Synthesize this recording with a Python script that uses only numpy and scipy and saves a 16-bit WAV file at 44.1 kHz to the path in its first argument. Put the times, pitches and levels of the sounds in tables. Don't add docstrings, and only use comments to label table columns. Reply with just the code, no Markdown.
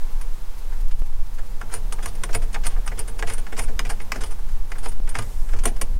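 import sys
import numpy as np
from scipy import signal
from scipy.fft import rfft, irfft, next_fast_len
from scipy.io import wavfile
from scipy.ndimage import uniform_filter1d

SR = 44100
rng = np.random.default_rng(int(sys.argv[2]) if len(sys.argv) > 2 else 0)


def bounce(signal):
    frames = np.transpose(np.atleast_2d(signal))
    limited = np.clip(frames, -1, 1)
    pcm = np.round(limited * 32767).astype(np.int16)
    wavfile.write(sys.argv[1], SR, pcm)


def invert_db(x):
    u = np.asarray(x, float) / 20
    return 10 ** u


N = 264159


def add(mix, start_s, sound):
    part = mix[round(start_s * SR):][:len(sound)]
    part += sound[:len(part)]


def knocks():
    # start_s, peak_db, pipe_db and bolt_db (re clamp), favoured_hz (mode set by the spot)
    firm = [(1.612, -21.5, -4, -15, 1480), (2.543, -21, -1, -5.5, 1720), (2.558, -19, -5, -28, 1790),
            (2.876, -20, -8, -4, 1500), (2.915, -28.5, 2, -16, 1870), (3.224, -15.5, 1, -13.5, 1700),
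            (3.523, -25, 4, -12, 1720), (3.792, -11, -12.5, -3.5, 1990), (3.849, -26.5, 5, -7, 1950),
            (3.999, -28, -1.5, -11.5, 1980), (4.119, -12, -10, -5, 2100), (4.157, -23, 4, -10.5, 1670),
            (4.717, -22, -3.5, -11.5, 2000), (5.153, -12.5, -14, -15.5, 1800)]
    # start_s, peak_db, pipe_db and bolt_db (re clamp)
    light = [(0.721, -36.5, -3, -21), (0.911, -36, -17, -4), (1.382, -33, 0, -9.5), (1.984, -28.5, -2, -18),
             (2.29, -27.5, 3, -16), (2.761, -32.5, 1.5, -27), (3.19, -26, 0, -2.5), (3.272, -30.5, -12, -1),
             (3.466, -28, -6.5, -10), (3.679, -33, 5, -8), (4.753, -33, -4, -18), (5.072, -31, -4.5, -10),
             (5.486, -35, -4, -8), (5.533, -27, 2.5, -12), (5.587, -32.5, -6, -1.5)]
    out = np.zeros(N)
    for start_s, peak_db, pipe_db, bolt_db, spot_hz in firm + [(*row, 1670) for row in light]:
        nut_db = -13.5 + 0.85 * bolt_db
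        add(out, start_s, sudden(peak_db, pipe_db, bolt_db, nut_db, spot_hz))
    return out


def clicks():
    # start_s, peak_db, pipe_db and nut_db (re clamp), favoured_hz
    firm = [(1.923, -22.5, -3, -4, 1120), (2.057, -20.5, -5, -1.5, 1240), (2.235, -17.5, -4, -7, 1270),
            (2.348, -17.5, 0, -2.5, 2000), (2.666, -19.5, -4, 4, 1320), (3.298, -23.5, -6, -5.5, 1870),
            (3.591, -19, -5.5, -1, 2220), (3.899, -22, -1, -4, 950), (4.235, -24, -3.5, -5.5, 3220),
            (4.858, -21, -1.5, -36, 980), (5.186, -18.5, -1, -5.5, 1160), (5.654, -14, 5, 2.5, 1230),
            (5.813, -18.5, 0, 2.5, 2050)]
    # start_s, peak_db, pipe_db and nut_db (re clamp)
    light = [(0.211, -33, -13, 1), (1.739, -21, -32, 4.5), (2.417, -33.5, 3.5, -9), (2.991, -28.5, -21, 11),
             (3.076, -33.5, 3, 2.5), (3.335, -32, -20, 9.5), (3.379, -32.5, 2, 1), (3.636, -33, -7, 1),
             (4.306, -36, 2, -1), (4.782, -35, -12, -0.5), (4.883, -40, -12, 11), (5.09, -34.5, -13, 8.5),
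             (5.221, -33, -14, -1), (5.562, -34.5, -3, -10), (5.635, -28, 3, 3)]
    out = np.zeros(N)
    for start_s, peak_db, pipe_db, nut_db, spot_hz in firm + [(*row, 1420) for row in light]:
        bolt_db = -5 + 0.13 * nut_db
        add(out, start_s, sudden(peak_db, pipe_db, bolt_db, nut_db, spot_hz))
    return out


def slips():
    # start_s, peak_db, nut_db (re clamp), swell_s
    slip_events = [(1.707, -31.5, -10, 0.015), (1.721, -31.5, 3.5, 0.014), (2.022, -30.5, -4.5, 0.0085),
                   (2.074, -35, 0, 0.0056), (2.338, -24.5, 1.5, 0.0063), (2.645, -26.5, -2, 0.0077),
                   (2.689, -38.5, -8, 0.016), (2.972, -29.5, -9, 0.011), (3.261, -29, -3, 0.02),
                   (3.316, -35.5, 5, 0.0099), (3.348, -43, -11, 0.017), (3.573, -24, -3, 0.0082),
                   (3.611, -36.5, 8, 0.0082), (3.888, -25.5, -5, 0.0097), (4.139, -30.5, -30, 0.0078),
                   (4.172, -38, -22, 0.0056), (4.205, -28, -5, 0.0073), (4.254, -39.5, 1, 0.0075),
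                   (4.825, -32.5, -2, 0.015), (5.164, -32.5, -27, 0.004), (5.2, -33.5, -28, 0.011),
                   (5.14, -29.5, -7, 0.012), (5.514, -38.5, -21, 0.0074), (5.669, -26.5, -1.5, 0.0059)]
    out = np.zeros(N)
    for start_s, peak_db, nut_db, swell_s in slip_events:
        bolt_db = -3.5 + 0.17 * nut_db
        add(out, start_s, gradual(peak_db, 0, bolt_db, nut_db, swell_s))
    return out


def touches():
    # start_s, peak_db, bolt_db and nut_db (re clamp)
    touch_events = [(1.696, -36, -21, -14), (2.148, -42, 1.5, 3.5), (2.304, -44, 4, -4),
                    (2.327, -29.5, 1, -11), (2.434, -40, -7, -3), (2.527, -36.5, -1, 0),
                    (2.634, -30, -1.5, -19), (2.859, -31, -21, 1.5), (3.007, -44, -11, -16),
                    (3.183, -44.5, 0, 9), (3.564, -29.5, -2, -17), (3.865, -34, -4, -17),
                    (4.012, -39, -4, 0), (4.384, -37, -37, -10), (4.485, -39, -6, -10),
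                    (4.699, -43, -12, -2), (4.912, -39, -7, -4), (5.109, -39, -10, -22),
                    (5.76, -36.5, -4, -11)]
    out = np.zeros(N)
    for start_s, peak_db, bolt_db, nut_db in touch_events:
        add(out, start_s, gradual(peak_db, -10.5, bolt_db, nut_db, 0.0042))
    return out


def sudden(peak_db, pipe_db, bolt_db, nut_db, spot_hz):
    rattle_s = 0.0069 * np.exp(0.0361 * pipe_db - 0.06 * (peak_db + 20))
    u = np.arange(3000) / SR / rattle_s
    shape = np.exp(-u ** 1.5) * (1 - np.exp(-10 * u))
    return contact(peak_db, pipe_db, bolt_db, nut_db, shape, 2.9, spot_hz, 11.5)


def gradual(peak_db, pipe_db, bolt_db, nut_db, swell_s):
    u = np.arange(3000) / SR / swell_s
    shape = u ** 1.32 * np.exp(-u)
    return contact(peak_db, pipe_db, bolt_db, nut_db, shape, 3.25, 1500, 9.5)


def contact(peak_db, pipe_db, bolt_db, nut_db, shape, grit_db, spot_hz, favour_db):
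    # pitch_hz, level_db, t60_s
    pipe = [(450, -2.5, 0.079), (499, 0.5, 0.075), (699, -1.5, 0.12), (248.5, -6.5, 0.097),
            (151.2, -2, 0.72), (360, -7, 0.092)]
    clamp = [(844.5, -9, 0.19), (941, -5, 0.064), (1200, 0.5, 0.028), (1530, -1.5, 0.023),
             (1751, -6.5, 0.05), (1977, 0, 0.02), (2340, 1.5, 0.027), (2750, -2, 0.0055), (2927, -1, 0.016),
             (3240, 0, 0.0087)]
    bolt = [(3820, -2.5, 0.0068), (4675, -7.5, 0.0053), (5170, 1.5, 0.014), (6000, -32, 0.0054),
            (6530, -1.5, 0.015), (7020, -6, 0.031), (7650, -19, 0.075), (8500, -4, 0.017)]
    nut = [(9300, 7.5, 0.027), (9566, 15.5, 0.028), (9350, 8, 0.033), (10400, -5, 0.0088),
           (11430, -2, 0.0072), (12300, -8, 0.0085)]
    grit = invert_db(grit_db * np.minimum(rng.exponential(1, 3000), 3.5)) * rng.standard_normal(3000)
    force = shape * grit
    chance = rng.standard_normal((4, 10, 2))
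    hardness_db = 0.51 * bolt_db - 4.0
    favour_db = favour_db * np.clip(-bolt_db / 13, 0, 1)
    favoured = []
    for hz, mode_db, t60_s in clamp:
        nearness = np.exp(-(np.log(hz / spot_hz) / 0.19) ** 2)
        favoured.append((hz, mode_db + favour_db * nearness, t60_s))
    sound = ring(favoured, force, chance[0], 4.0, 0.13, hardness_db)
    swell = 1 - np.exp(-np.arange(len(sound)) / SR / 0.0067)
    sound += invert_db(pipe_db) * ring(pipe, force, chance[1], -7, 0.072) * swell
    sound += invert_db(bolt_db) * ring(bolt, force, chance[2], 6.0, 0.14)
    sound += invert_db(nut_db) * ring(nut, force, chance[3], -12.5, 0.086)
    crackle = np.convolve(force, [1, 1, -1, -1]) / np.sqrt(uniform_filter1d(force ** 2, 200).max())
    crackle_db = max(bolt_db, nut_db) - 19 + 0.28 * (peak_db + 25.5)
    sound[:3003] += invert_db(crackle_db) * crackle
    return invert_db(peak_db - 6) * sound


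def ring(modes, force, chance, minor_db, minor_width, tilt_db=0.0):
    t = np.arange(2600) / SR
    hz, db, t60_s = np.transpose(modes)[:, :, None]
    db = db + tilt_db * np.log2(hz / hz[0])
    strength_db = 1.8 * chance[:len(modes), :1]
    pitch = 1 + 0.006 * chance[:len(modes), 1:]
    main = invert_db(db + strength_db - 60 * t / t60_s) * np.sin(2 * np.pi * hz * pitch * t)
    neighbour_hz = hz * np.exp(minor_width * rng.uniform(-1.07, 1, (8, len(modes), 1)))
    signs = rng.choice([-1, 1], neighbour_hz.shape)
    early = t[:450]
    minor = signs * invert_db(db + minor_db - 220 * early / t60_s) * np.sin(2 * np.pi * neighbour_hz * early)
    response = main.sum(0)
    response[:len(early)] += minor.sum((0, 1))
    sound = signal.fftconvolve(force, response)
    sound = balanced(sound, hz, db + strength_db, minor_width)
    return sound / np.sqrt(2 * uniform_filter1d(sound ** 2, 200).max())


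def balanced(sound, hz, db, spread):
    size = 8192
    f = np.fft.rfftfreq(size, 1 / SR)
    spectrum = rfft(sound, size)
    wanted = (invert_db(2 * db) * np.exp(-(np.log((f + 1) / hz) / spread) ** 2)).sum(0)
    bins = int(spread * hz.mean() * size / SR) + 1

    def smooth(power):
        return abs(uniform_filter1d(uniform_filter1d(power, bins), bins))

    correction = np.sqrt(smooth(wanted) / (smooth(abs(spectrum) ** 2) + 1e-12))
    return irfft(spectrum * correction)[:len(sound)]


def cabinet(x):
    t = np.arange(6000) / SR
    t60_s, level_db, gap_s = 0.077, -7, 0.0015
    tail = rng.standard_normal(6000) * invert_db(-60 * t / t60_s) * (t > gap_s)
    return x + invert_db(level_db) * signal.fftconvolve(x, tail / np.linalg.norm(tail))[:N]


def thuds():
    # start_s, peak_db, pitch_hz, t60_s
    thud_events = [(1.414, -41, 99, 0.23), (2.06, -30.5, 73, 0.16), (2.338, -28.5, 100.5, 0.18),
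                   (2.667, -32, 72.7, 0.15), (2.994, -24, 74, 0.048), (3.229, -29.5, 83, 0.15),
                   (3.299, -36, 72, 0.12), (3.589, -30, 84, 0.13), (3.789, -55, 72, 0.11),
                   (4.241, -29, 72.7, 0.15), (4.859, -41, 74, 0.1), (5.18, -26.5, 102.8, 0.24),
                   (5.237, -30, 71, 0.18), (5.551, -29, 72.7, 0.14), (5.66, -38, 88, 0.14),
                   (5.818, -27.5, 74.6, 0.19)]
    out, t = np.zeros(N), np.arange(12000) / SR
    for start_s, peak_db, hz, t60_s in thud_events:
        envelope = invert_db(peak_db + 7 - 60 * t / t60_s) * (1 - np.exp(-t * hz))
        add(out, start_s, envelope * np.sin(2 * np.pi * hz * t))
    return out


def bumps():
    # start_s, step (full scale), relax_s
    step_events = [
        (1.021, 0.057, 0.061),
        (5.002, -.05, 0.012),
    ]
    out, t = np.zeros(N), np.arange(8000) / SR
    for start_s, step, relax_s in step_events:
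        add(out, start_s, step * np.exp(-t / relax_s) * (1 - np.exp(-t / 0.00006)))
    return out


def noise(spectrum):
    size = next_fast_len(N, True)
    hz = np.fft.rfftfreq(size, 1 / SR)
    f, db = np.transpose(spectrum)
    colour = invert_db(np.interp(np.log(hz + 0.033), np.log(f), db, left=-60))
    colour *= invert_db(-12 * np.log2(np.maximum(hz / f[-1], 1)))
    x = irfft(rfft(rng.standard_normal(size)) * colour, size)[:N]
    return x / np.sqrt(np.mean(x ** 2) + 1e-20)


def shaking(grip_db, busy):
    # pitch_hz, level_db (per Hz)
    sway_spectrum = [(2, -4.5), (7, -7), (12, -5), (17, -3.5), (26, -11.5), (35, -25), (48, -34), (70, -68)]
    tremor_spectrum = [(14, -8), (19, 1), (27, -6), (36, -16)]
    t = np.arange(N) / SR
    tremor = invert_db(-16 + 12 * uniform_filter1d(busy, SR)) * noise(tremor_spectrum)
    shake = invert_db(grip_db) * (noise(sway_spectrum) + tremor)
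    fade = np.clip(np.minimum(t, t[-1] - t + 0.01) / 0.04, 0, 1)
    return 0.45 * np.tanh(shake / 0.45) * fade


def rumble(busy):
    # pitch_hz, level_db (per Hz)
    handling_spectrum = [(30, 8), (48, -4), (75, -8.5), (105, 0.5), (135, -15), (200, -7), (310, -21.5),
                         (450, -14)]
    room_spectrum = [(250, 0), (380, -5.5), (480, 0.5), (620, -6.5), (850, 3), (1300, -4), (2500, -10),
                     (5000, -16)]
    handling = invert_db(-47.5 + 9 * busy) * noise(handling_spectrum)
    return handling + invert_db(-49 - 0.5 * busy) * noise(room_spectrum)


def skin():
    # time_s, level_db
    slide = [
        (5.15, -51),
        (5.272, -50.5),
        (5.55, -50.5),
    ]
    level_db = np.interp(np.arange(N) / SR, *np.transpose(slide), left=-120, right=-120)
    return invert_db(level_db - 1.5) * noise([(3500, -29), (5200, -3), (6500, -4), (8500, 0), (10500, -3)])


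def hiss():
    # pitch_hz, level_db (per Hz)
    hiss_spectrum = [(800, -3.5), (2500, -3), (6000, -1), (10000, -2), (15000, -3.5)]
    # centre_s, rise_db
    flares = [(.125, 2.5), (.345, 2), (.587, 5), (.737, 1), (.812, 6.5), (.885, 6), (.998, 7), (1.065, 5),
              (1.268, 2.5), (1.347, 5), (1.470, 2.5), (1.513, 2.5), (2.475, -1), (4.52, 4), (4.925, 5)]
    t = np.arange(N) / SR
    flare_db, u = np.zeros(N), t[:2000] - t[1000]
    for centre_s, rise_db in flares:
        add(flare_db, centre_s - t[1000], rise_db * np.exp(-(u / 0.0091) ** 2))
    return invert_db(-59 + 7.5 + flare_db) * noise(hiss_spectrum)


def background(work):
    # time_s, shaking_db
    grip = [(0.0, -15.5), (0.08, -18.5), (0.78, -18), (0.8, -10), (2.13, -23.5), (2.2, -18), (3.19, -19),
            (3.35, -16.5), (3.5, -22.5), (3.77, -15), (3.84, -21), (4.64, -13), (4.72, -24), (4.97, -9),
            (5.2, -26), (5.36, -13.5), (5.94, -15.5), (5.99, 11)]
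    grip_db = np.interp(np.arange(N) / SR, *np.transpose(grip))
    work_rms = np.sqrt(abs(uniform_filter1d(work ** 2, int(0.26 * SR) + 1)))
    busy = np.tanh(work_rms / invert_db(-38))
    recover_s, duck_from_db, duck_share = 0.11, -18, 0.66
    r = np.exp(-1 / (recover_s * SR))
    felt = signal.lfilter([1 - r], [1, -r], invert_db(2 * grip_db))
    duck = (1 + felt / invert_db(2 * duck_from_db)) ** (-duck_share / 2)
    return shaking(grip_db, busy) + duck * (rumble(busy) + skin() + hiss())


def scene():
    work = cabinet(knocks() + clicks() + slips() + touches())
    return (work + thuds() + bumps() + background(work))[None]


def roll_off(x):
    return signal.sosfilt(signal.butter(12, 16480, fs=SR, output="sos"), x)


def record(dry):
    edge_hz, bias = 15900, 0.064
    taps = signal.firwin(301, edge_hz, window=("kaiser", 8), fs=SR)
    padded = np.pad(dry, ((0, 0), (150, 150)), "reflect")
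    limited = signal.oaconvolve(padded, taps[None], "valid")
    return roll_off(limited + bias)


dry = scene()
out = record(dry)
bounce(out)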